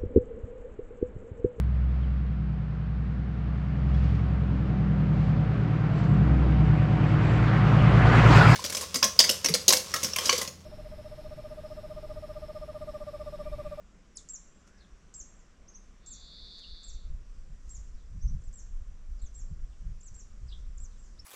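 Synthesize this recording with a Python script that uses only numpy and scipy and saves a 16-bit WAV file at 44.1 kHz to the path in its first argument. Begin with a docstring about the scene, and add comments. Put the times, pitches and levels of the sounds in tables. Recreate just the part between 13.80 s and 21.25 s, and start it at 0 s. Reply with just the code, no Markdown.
"""Small birds call around a reedy lagoon: two trade thin falling whistles, others chip and chirp, one gives a dry buzzing trill.
Reed stems scatter every call and a line of trees sends back a faint echo.
Distant air murmurs under them, and after three seconds gusts begin to rumble on the microphone."""
import sys
import numpy as np
from scipy import signal
from scipy.fft import rfft, irfft, next_fast_len
from scipy.io import wavfile
from scipy.ndimage import uniform_filter1d, map_coordinates

SR = 44100
rng = np.random.default_rng(int(sys.argv[2]) if len(sys.argv) > 2 else 0)


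def inscribe(sig):
    """Save sig as 16-bit PCM at rate SR to the path in sys.argv[1].

    A 1-D sig is mono; a 2-D sig holds one channel per row.
    Samples are clipped to [-1, 1] before scaling.
    """
    pcm = np.round(np.clip(np.atleast_2d(sig).T, -1, 1) * 32767)
    wavfile.write(sys.argv[1], SR, pcm.astype(np.int16))


N = 328545

# Note shapes: (s from the start of the note, pitch Hz, level dB)
SHAPES = {
    "tsee": [(0, 8258, -12), (.002, 7357, -0.5), (.005, 4376, -19), (.0062, 7607, -6.5), (.009, 4868, -14), (.0102, 7570, -3), (.014, 7583, 0.5), (.036, 7492, -6.5), (.044, 7520, -7), (.056, 7244, 0), (.068, 6435, -2), (.079, 5603, -4), (.086, 5147, -35)],
    "ti-tsee": [(0, 6096, -22.5), (.004, 7667, -6.5), (.009, 6975, -1.5), (.014, 5207, -15.5), (.022, 4375, -28.5), (.026, 5710, -38.5), (.029, 7290, 3.5), (.043, 7825, -7), (.056, 7680, -4), (.068, 7210, 1), (.085, 5897, -1), (.092, 6010, -9)],
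    "zip": [(0, 10700, -28), (.009, 9700, -25), (.013, 8300, -13.5), (.0145, 7200, 1.5), (.017, 5700, -7.5), (.021, 4400, -16), (.03, 3650, -23), (.042, 3300, -35)],
    "chip": [(0, 4535, -27.5), (.01, 5554, -8.5), (.022, 6350, -2), (.034, 6300, -6), (.043, 5825, -4.5)],
    "lisp": [(0, 5290, -12.5), (.012, 5600, 1), (.028, 6000, -1.5), (.042, 6087, -5.5)],
    "wit": [(0, 3450, -26.5), (.013, 3920, -21.5), (.018, 4880, -9.5), (.023, 5320, 0.5), (.029, 5550, -2.5), (.034, 5230, -9.5)],
    "tew": [(0, 5600, -11.5), (.025, 5300, -2.5), (.05, 4900, -7), (.065, 4400, -14)],
    "churr": [(0, 5660, -15.5), (.018, 4510, -0.5), (.034, 3707, -8), (.043, 3204, -3), (.048, 4160, -1), (.054, 3050, 10.5), (.062, 3880, -18.5), (.075, 3080, -11)],
    "chuck": [(0, 4500, -9), (.025, 3150, -6), (.033, 3548, 1), (.04, 2780, 1.5), (.052, 2850, -11)],
    "warble": [(0, 4784, -14), (.015, 5400, -2.5), (.027, 4120, -4.5), (.036, 4900, -10), (.047, 3724, -0.5), (.054, 4353, 0.5), (.064, 3400, -4), (.076, 4100, -8), (.09, 3288, 1)],
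    "whoop": [(0, 1293, -5.5), (.06, 1453, -0.5), (.13, 1675, -1), (.2, 1650, -3), (.25, 1545, -13.5)],
}
# Calls: (s, shape, level dB, length factor, reed scatter dB)
CALLS = [
    (.351, "tew", -53, .33, -6.5),
    (.357, "zip", -33, 1.002, -6),
    (.487, "tsee", -38.5, 0.99, -5.5),
    (.745, "tsee", -70.5, 0.93, 3.5),
    (.83, "whoop", -74.5, .91, 7.5),
    (.968, "warble", -63.5, .93, -5),
    (1.339, "tsee", -41.8, 1.008, -4),
    (1.534, "tsee", -68.5, 0.985, 3),
    (1.874, "chip", -49.5, 0.75, -4),
    (1.933, "chip", -46.5, 1.03, -7),
    (2.260, "tsee", -46, 1.06, -0.5),
    (2.802, "chuck", -54.5, 1, -3),
    (3.032, "tsee", -49.5, 0.94, -4),
    (3.074, "tsee", -57, .96, -3),
    (3.892, "tsee", -49.5, 1.006, -2.5),
    (4.128, "warble", -71.5, 1.186, -0.5),
    (4.4, "chip", -54.5, 1.25, -2),
    (4.474, "lisp", -56, 0.87, -8),
    (4.611, "ti-tsee", -63, 0.97, -18.5),
    (4.727, "tsee", -52, 1, -0.5),
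    (5.372, "warble", -68, 1.03, -2),
    (5.388, "ti-tsee", -57.5, 1.02, -7.5),
    (5.541, "tsee", -51.5, 0.956, -2),
    (5.895, "chuck", -73.5, 0.91, -1),
    (6.204, "ti-tsee", -54, 0.963, -6.5),
    (6.342, "tsee", -51.5, 0.88, -2.5),
    (6.675, "churr", -57.5, 0.988, 0.5),
    (6.974, "ti-tsee", -50.5, 1.002, -9.5),
    (7.051, "warble", -74.5, 1.39, -2),
    (7.168, "tsee", -68, 1.22, 7),
    (7.376, "wit", -45.5, 0.902, -10),
]
TRILL_NOTE = [(0, 5457, -36.5), (.0015, 4736, 7), (.0035, 4076, 0), (.006, 3697, 0.5), (.0078, 3430, 4.5), (.0095, 3281, -20)]  # (s, Hz, dB)
TRILL_THROAT = [(2800, -38), (3300, -14), (3430, -2), (4620, -0.5), (4760, -8.5), (5100, -5), (5600, -27.5)]  # (Hz, dB)
BUFFET = [(8, -12.5), (24, 3.5), (40, -3), (58, -7), (80, -21), (130, -40), (400, -120)]  # (Hz, dB per Hz)
GUST = [(30, -33), (60, 1), (82, 0), (115, -5.5), (160, -11), (220, -24), (350, -58), (900, -120)]  # (Hz, dB per Hz)
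MURMUR = [(70, -16), (130, -4.5), (190, 4), (260, -3), (420, -7.5), (550, -8.5), (720, -12.5), (930, -16.5), (1030, -11), (1500, -13), (2200, -17.5), (3500, -22.5), (8000, -44.5), (14000, -51)]  # (Hz, dB per Hz)
CHORUS = [(4000, -12), (5200, -4), (5650, -3), (5850, 2), (6150, -5), (7600, -3.5), (8100, -11.5), (9000, -17), (12000, -32), (14000, -48.5)]  # far birds and reeds: (Hz, dB per Hz)
TOP_HZ = 13300  # fixed
RUSTLES = [(0.884, -66, 0.02), (2.791, -64, 0.0134), (3.938, -68, 0.118), (6.366, -64, 0.0049), (6.795, -72, .02)]  # reeds brushing: (s, level dB, half length s)
LEAVES = [(2000, -3.5), (4000, -10), (6300, 4), (7800, -5.5), (9000, -13.5), (12500, -23), (14000, -44)]  # (Hz, dB per Hz)
TRILL_RASP = [(3300, -33.5), (4700, 1.5), (5300, -8), (6000, -10), (8000, -23.5), (11000, -38.5), (13000, -51)]  # (Hz, dB per Hz)
FLUTTER = [(60, -40), (115, 2), (160, 0), (200, -15), (250, -30), (310, -42.5), (500, -60.5), (1200, -120)]  # (Hz, dB per Hz)
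# The breeze freshens after three seconds: (s, level of its slow push on the microphone dB)
BREEZE = [(0, -58.5), (1.4, -55.5), (2.8, -53), (3.3, -44), (6.8, -46), (7.45, -49.5)]
# Gusts that hit the microphone: (s at the peak, slow push dB, rumble dB, length s)
GUSTS = [
    (2.935, -41, -63, 0.037),
    (3.153, -37, -58, 0.054),
    (3.311, -31, -50.5, 0.0967),
    (3.71, -41.5, -49.5, 0.043),
    (3.88, -39.5, -58, 0.026),
    (3.982, -34.5, -55.5, 0.022),
    (4.119, -47, -63.5, 0.04),
    (4.359, -37.5, -37, 0.046),
    (4.462, -24.5, -38, 0.0465),
    (4.531, -30.5, -36.5, 0.0846),
    (4.69, -32.5, -48.5, 0.0423),
    (4.972, -32.5, -74.5, 0.116),
    (5.314, -35.5, -71, 0.134),
    (5.439, -31.5, -49.5, 0.0227),
    (5.627, -34, -51.5, 0.073),
    (5.722, -36, -41, 0.0355),
    (5.823, -34, -53.5, 0.093),
    (6.085, -33, -43, 0.085),
    (6.329, -45.5, -51.5, 0.042),
    (6.654, -40.5, -47.5, .075),
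    (6.87, -38.5, -60, 0.42),
    (7.02, -36, -53.5, 0.0556),
]
GUST_RISE, GUST_FALL = 0.613, 0.662  # shares of a gust's length
LIGHT_RUMBLE_DB, RUMBLE_GROWS = -71.5, 0.685  # rumble of the lightest breeze; dB more per dB of breeze
MURMUR_LEVEL = [(0, -64.5), (1.1, -63.5), (2.7, -64.5), (3.6, -66), (7.45, -66)]  # (s, level dB)
HAZE_DB, HAZE_DB_PER_S = -74.5, 0.3851  # the high haze slowly grows
TRILL_START_S, TRILL_PEAK_S, TRILL_END_S, TRILL_DB = 2.2, 2.771, 3.374, -52  # the trill swells, peaks and fades
TRILL_SWELL, TRILL_FADE = 1.002, 1.49  # steepness of the rise and of the fall
TRILL_FAST_HZ, TRILL_SLOW_HZ = 226.7, 167.14  # notes a second, early and late
TRILL_SLOWS_AT_S, TRILL_SLOWS_OVER_S = 2.65, .17
# Each kind of note: (pitch flutter share, t60 of the reeds around its perch s)
VOICES = {"tsee": (.0045, 0.255), "ti-tsee": (.0045, 0.19), "zip": (.003, 0.205), "chip": (.018, .23), "lisp": (0.025, .2),
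          "wit": (.004, 0.12), "tew": (.01, .2), "churr": (0.0843, 0.152), "chuck": (0.0347, .16), "warble": (.03, .16), "whoop": (0.039, .23)}


def amp(db):
    """Decibels to gain."""
    return 10 ** (np.asarray(db) / 20)


def unit(x):
    """x at rms 1."""
    return x / np.sqrt(np.mean(x ** 2) + 1e-20)


def curves(rows, size=N):
    """One value per sample for each column after the time."""
    s, *cols = np.transpose(rows)
    return [np.interp(np.arange(size) / SR, s, c) for c in cols]


def wobble(rate, size=N):
    """A smooth random curve, rate knots a second."""
    return map_coordinates(rng.standard_normal(int(size * rate / SR) + 4), [np.arange(size) * rate / SR])


def filtered(x, response):
    """x times a response of frequency."""
    m = next_fast_len(N + SR // 2)
    return irfft(rfft(x, m) * response(np.fft.rfftfreq(m, 1 / SR)), m)[:N]


def coloured(x, points):
    """x through a spectrum of (Hz, dB) points, at rms 1."""
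    f, db = np.transpose(points)
    return unit(filtered(x, lambda hz: amp(np.interp(np.log(hz + 1), np.log(f), db))))


def noise(points):
    """Noise of rms 1 with the given spectrum."""
    return coloured(rng.standard_normal(N), points)


def add(track, s, sound):
    """Mix a sound into the track at time s."""
    part = track[max(round(s * SR), 0):][:len(sound)]
    part += sound[:len(part)]


def whistle(shape, length=1, flutter=0, shimmer_db=2.5):
    """One note of the syrinx: a gliding sine, slightly unsteady in pitch and strength."""
    rows = np.array(shape) * [length, 1, 1]
    size = int(rows[-1, 0] * SR)
    hz, db = curves(rows, size=size)
    hz = hz * (1 + flutter * wobble(450, size=SR // 2)[:size])
    db = db + shimmer_db * wobble(127.9, size=SR // 2)[:size]
    return amp(db) * signal.windows.tukey(size, .06) * np.sin(2 * np.pi * np.cumsum(hz) / SR)


def reeds(x, scatter_db, near_t60=0.23, far_longer=3.92, far_db=-17):
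    """The direct sound, a quick scatter from nearby stems and a long faint one from across the water."""
    t = np.arange(int(.6 * SR)) / SR  # fixed
    fade = (amp(-60 * t / near_t60) + amp(far_db - 60 * t / (far_longer * near_t60))) * (1 - np.exp(-t / 0.0016))
    tail = fade * rng.standard_normal(len(t))
    paths = amp(scatter_db) * tail / np.linalg.norm(tail)
    paths[0] = 1
    return signal.fftconvolve(x, paths)


def callers(echo_s=.125, echo_db=-25):
    """Each call comes from its own perch; the trees return it faintly."""
    track = np.zeros(N)
    for s, shape, db, length, scatter_db in CALLS:
        flutter, t60 = VOICES[shape]
        note = whistle(SHAPES[shape], length, flutter)
        call = amp(db) * reeds(note, scatter_db, near_t60=t60)
        add(track, s, call)
        add(track, s + echo_s, amp(echo_db) * call)
    return track


def trill(size_db=0.5, jitter_s=.00006, scatter_db=-4, rasp_db=-15, brighten=0.3):
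    """A buzz of tiny falling notes that swells, slows down and fades; effort brightens it and adds a rasp."""
    t = np.arange(N) / SR
    rate = np.interp(np.tanh((t - TRILL_SLOWS_AT_S) / TRILL_SLOWS_OVER_S), [-1, 1], [TRILL_FAST_HZ, TRILL_SLOW_HZ])
    effort = arch(t, TRILL_START_S, TRILL_PEAK_S, TRILL_END_S, TRILL_SWELL, TRILL_FADE)
    times = np.flatnonzero(np.diff(np.floor(np.cumsum(rate) / SR))) / SR
    times = times[(times > TRILL_START_S) & (times < TRILL_END_S)]
    note, track = whistle(TRILL_NOTE, shimmer_db=0.0), np.zeros(N)
    for s, (strength, late) in zip(times, rng.standard_normal((len(times), 2))):
        opening = effort[int(s * SR)] ** (brighten * np.linspace(1, 0, len(note)))  # weak notes lose their high start
        add(track, s + jitter_s * late, amp(size_db * strength) * opening * note)
    sounding = (times[-1] - times[0]) * SR / N
    buzz = coloured(reeds(track, scatter_db)[:N], TRILL_THROAT) * np.sqrt(sounding)
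    rasp = amp(rasp_db) * effort * noise(TRILL_RASP)
    return amp(TRILL_DB) * effort * (buzz + rasp)


def eddies(points, hold_s=0.099):
    """Low turbulence whose strength stays even from one eddy to the next."""
    x = noise(points)
    power = np.abs(uniform_filter1d(x ** 2, max(int(hold_s * SR), 1)))
    return unit(x / np.sqrt(power + 0.034))


def wind(push_wander_db=2.5, rumble_wander_db=2.0, flutter_db=-7.0, growth=0.4):
    """A restless breeze and its gusts push on the microphone; the stronger a gust, the more small, fast eddies it sheds."""
    breeze_db, = curves(BREEZE)
    _, pushes_db, rumbles_db, _ = np.transpose(GUSTS)
    light_db = LIGHT_RUMBLE_DB + RUMBLE_GROWS * (breeze_db - breeze_db.min())
    push = np.hypot(amp(breeze_db + push_wander_db * wobble(18)), gusting(pushes_db))
    force = np.hypot(amp(light_db + rumble_wander_db * wobble(12)), gusting(rumbles_db))
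    shed = amp(flutter_db) * (force / force.max()) ** growth
    return push * eddies(BUFFET) + force * (eddies(GUST, hold_s=0.075) + shed * eddies(FLUTTER, hold_s=.05))


def distance(swell_db=.8):
    """The open landscape murmurs, with a shifting high haze of far birds and reeds."""
    murmur_db, = curves(MURMUR_LEVEL)
    haze_db = HAZE_DB + HAZE_DB_PER_S * np.arange(N) / SR + swell_db * wobble(5.2)
    return amp(murmur_db) * patchy(noise(MURMUR), depth_db=0.8525) + amp(haze_db) * patchy(noise(CHORUS), depth_db=1.3)


def rustles(grain_db=2.5):
    """Dry reed leaves brush each other in short, grainy swishes."""
    t = np.arange(N) / SR
    touch = sum(amp(db) * np.exp(-((t - s) / half) ** 2) for s, db, half in RUSTLES)
    return touch * unit(amp(grain_db * wobble(300)) * noise(LEAVES))


def patchy(x, depth_db):
    """x with patches of pitch and time that come and go at random."""
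    z = signal.stft(x, nperseg=512)[2]
    field = rng.standard_normal(z.shape)
    field = uniform_filter1d(uniform_filter1d(field, size=7, axis=0), size=16, axis=1)
    return unit(signal.istft(z * amp(depth_db * unit(field)), nperseg=512)[1][:N])


def arch(t, start_s, peak_s, end_s, swell, fade):
    """An envelope that swells from nothing to 1 and fades again."""
    phase = np.interp(t, [start_s, peak_s, end_s], [0, 1, 2])
    return np.abs(np.sin(np.pi / 2 * phase)) ** np.where(phase < 1, swell, fade)


def gusting(levels_db):
    """The joint strength of all gusts: each swells and dies away at about the same pace."""
    t = np.arange(N) / SR
    power = np.zeros(N)
    for (s, _, _, length), db in zip(GUSTS, levels_db):
        width = length * np.where(t < s, GUST_RISE, GUST_FALL)
        power += amp(db) ** 2 / (1 + ((t - s) / width) ** 2) ** 3  # fixed
    return np.sqrt(power)


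def scene():
    """Landscape, wind, birds and reeds at one microphone."""
    return (distance() + wind() + callers() + trill() + rustles())[None]


def record(dry):
    """The camera keeps nothing above its band limit."""
    return filtered(dry[0], lambda hz: hz < TOP_HZ)[None]


dry = scene()
out = record(dry)
inscribe(out)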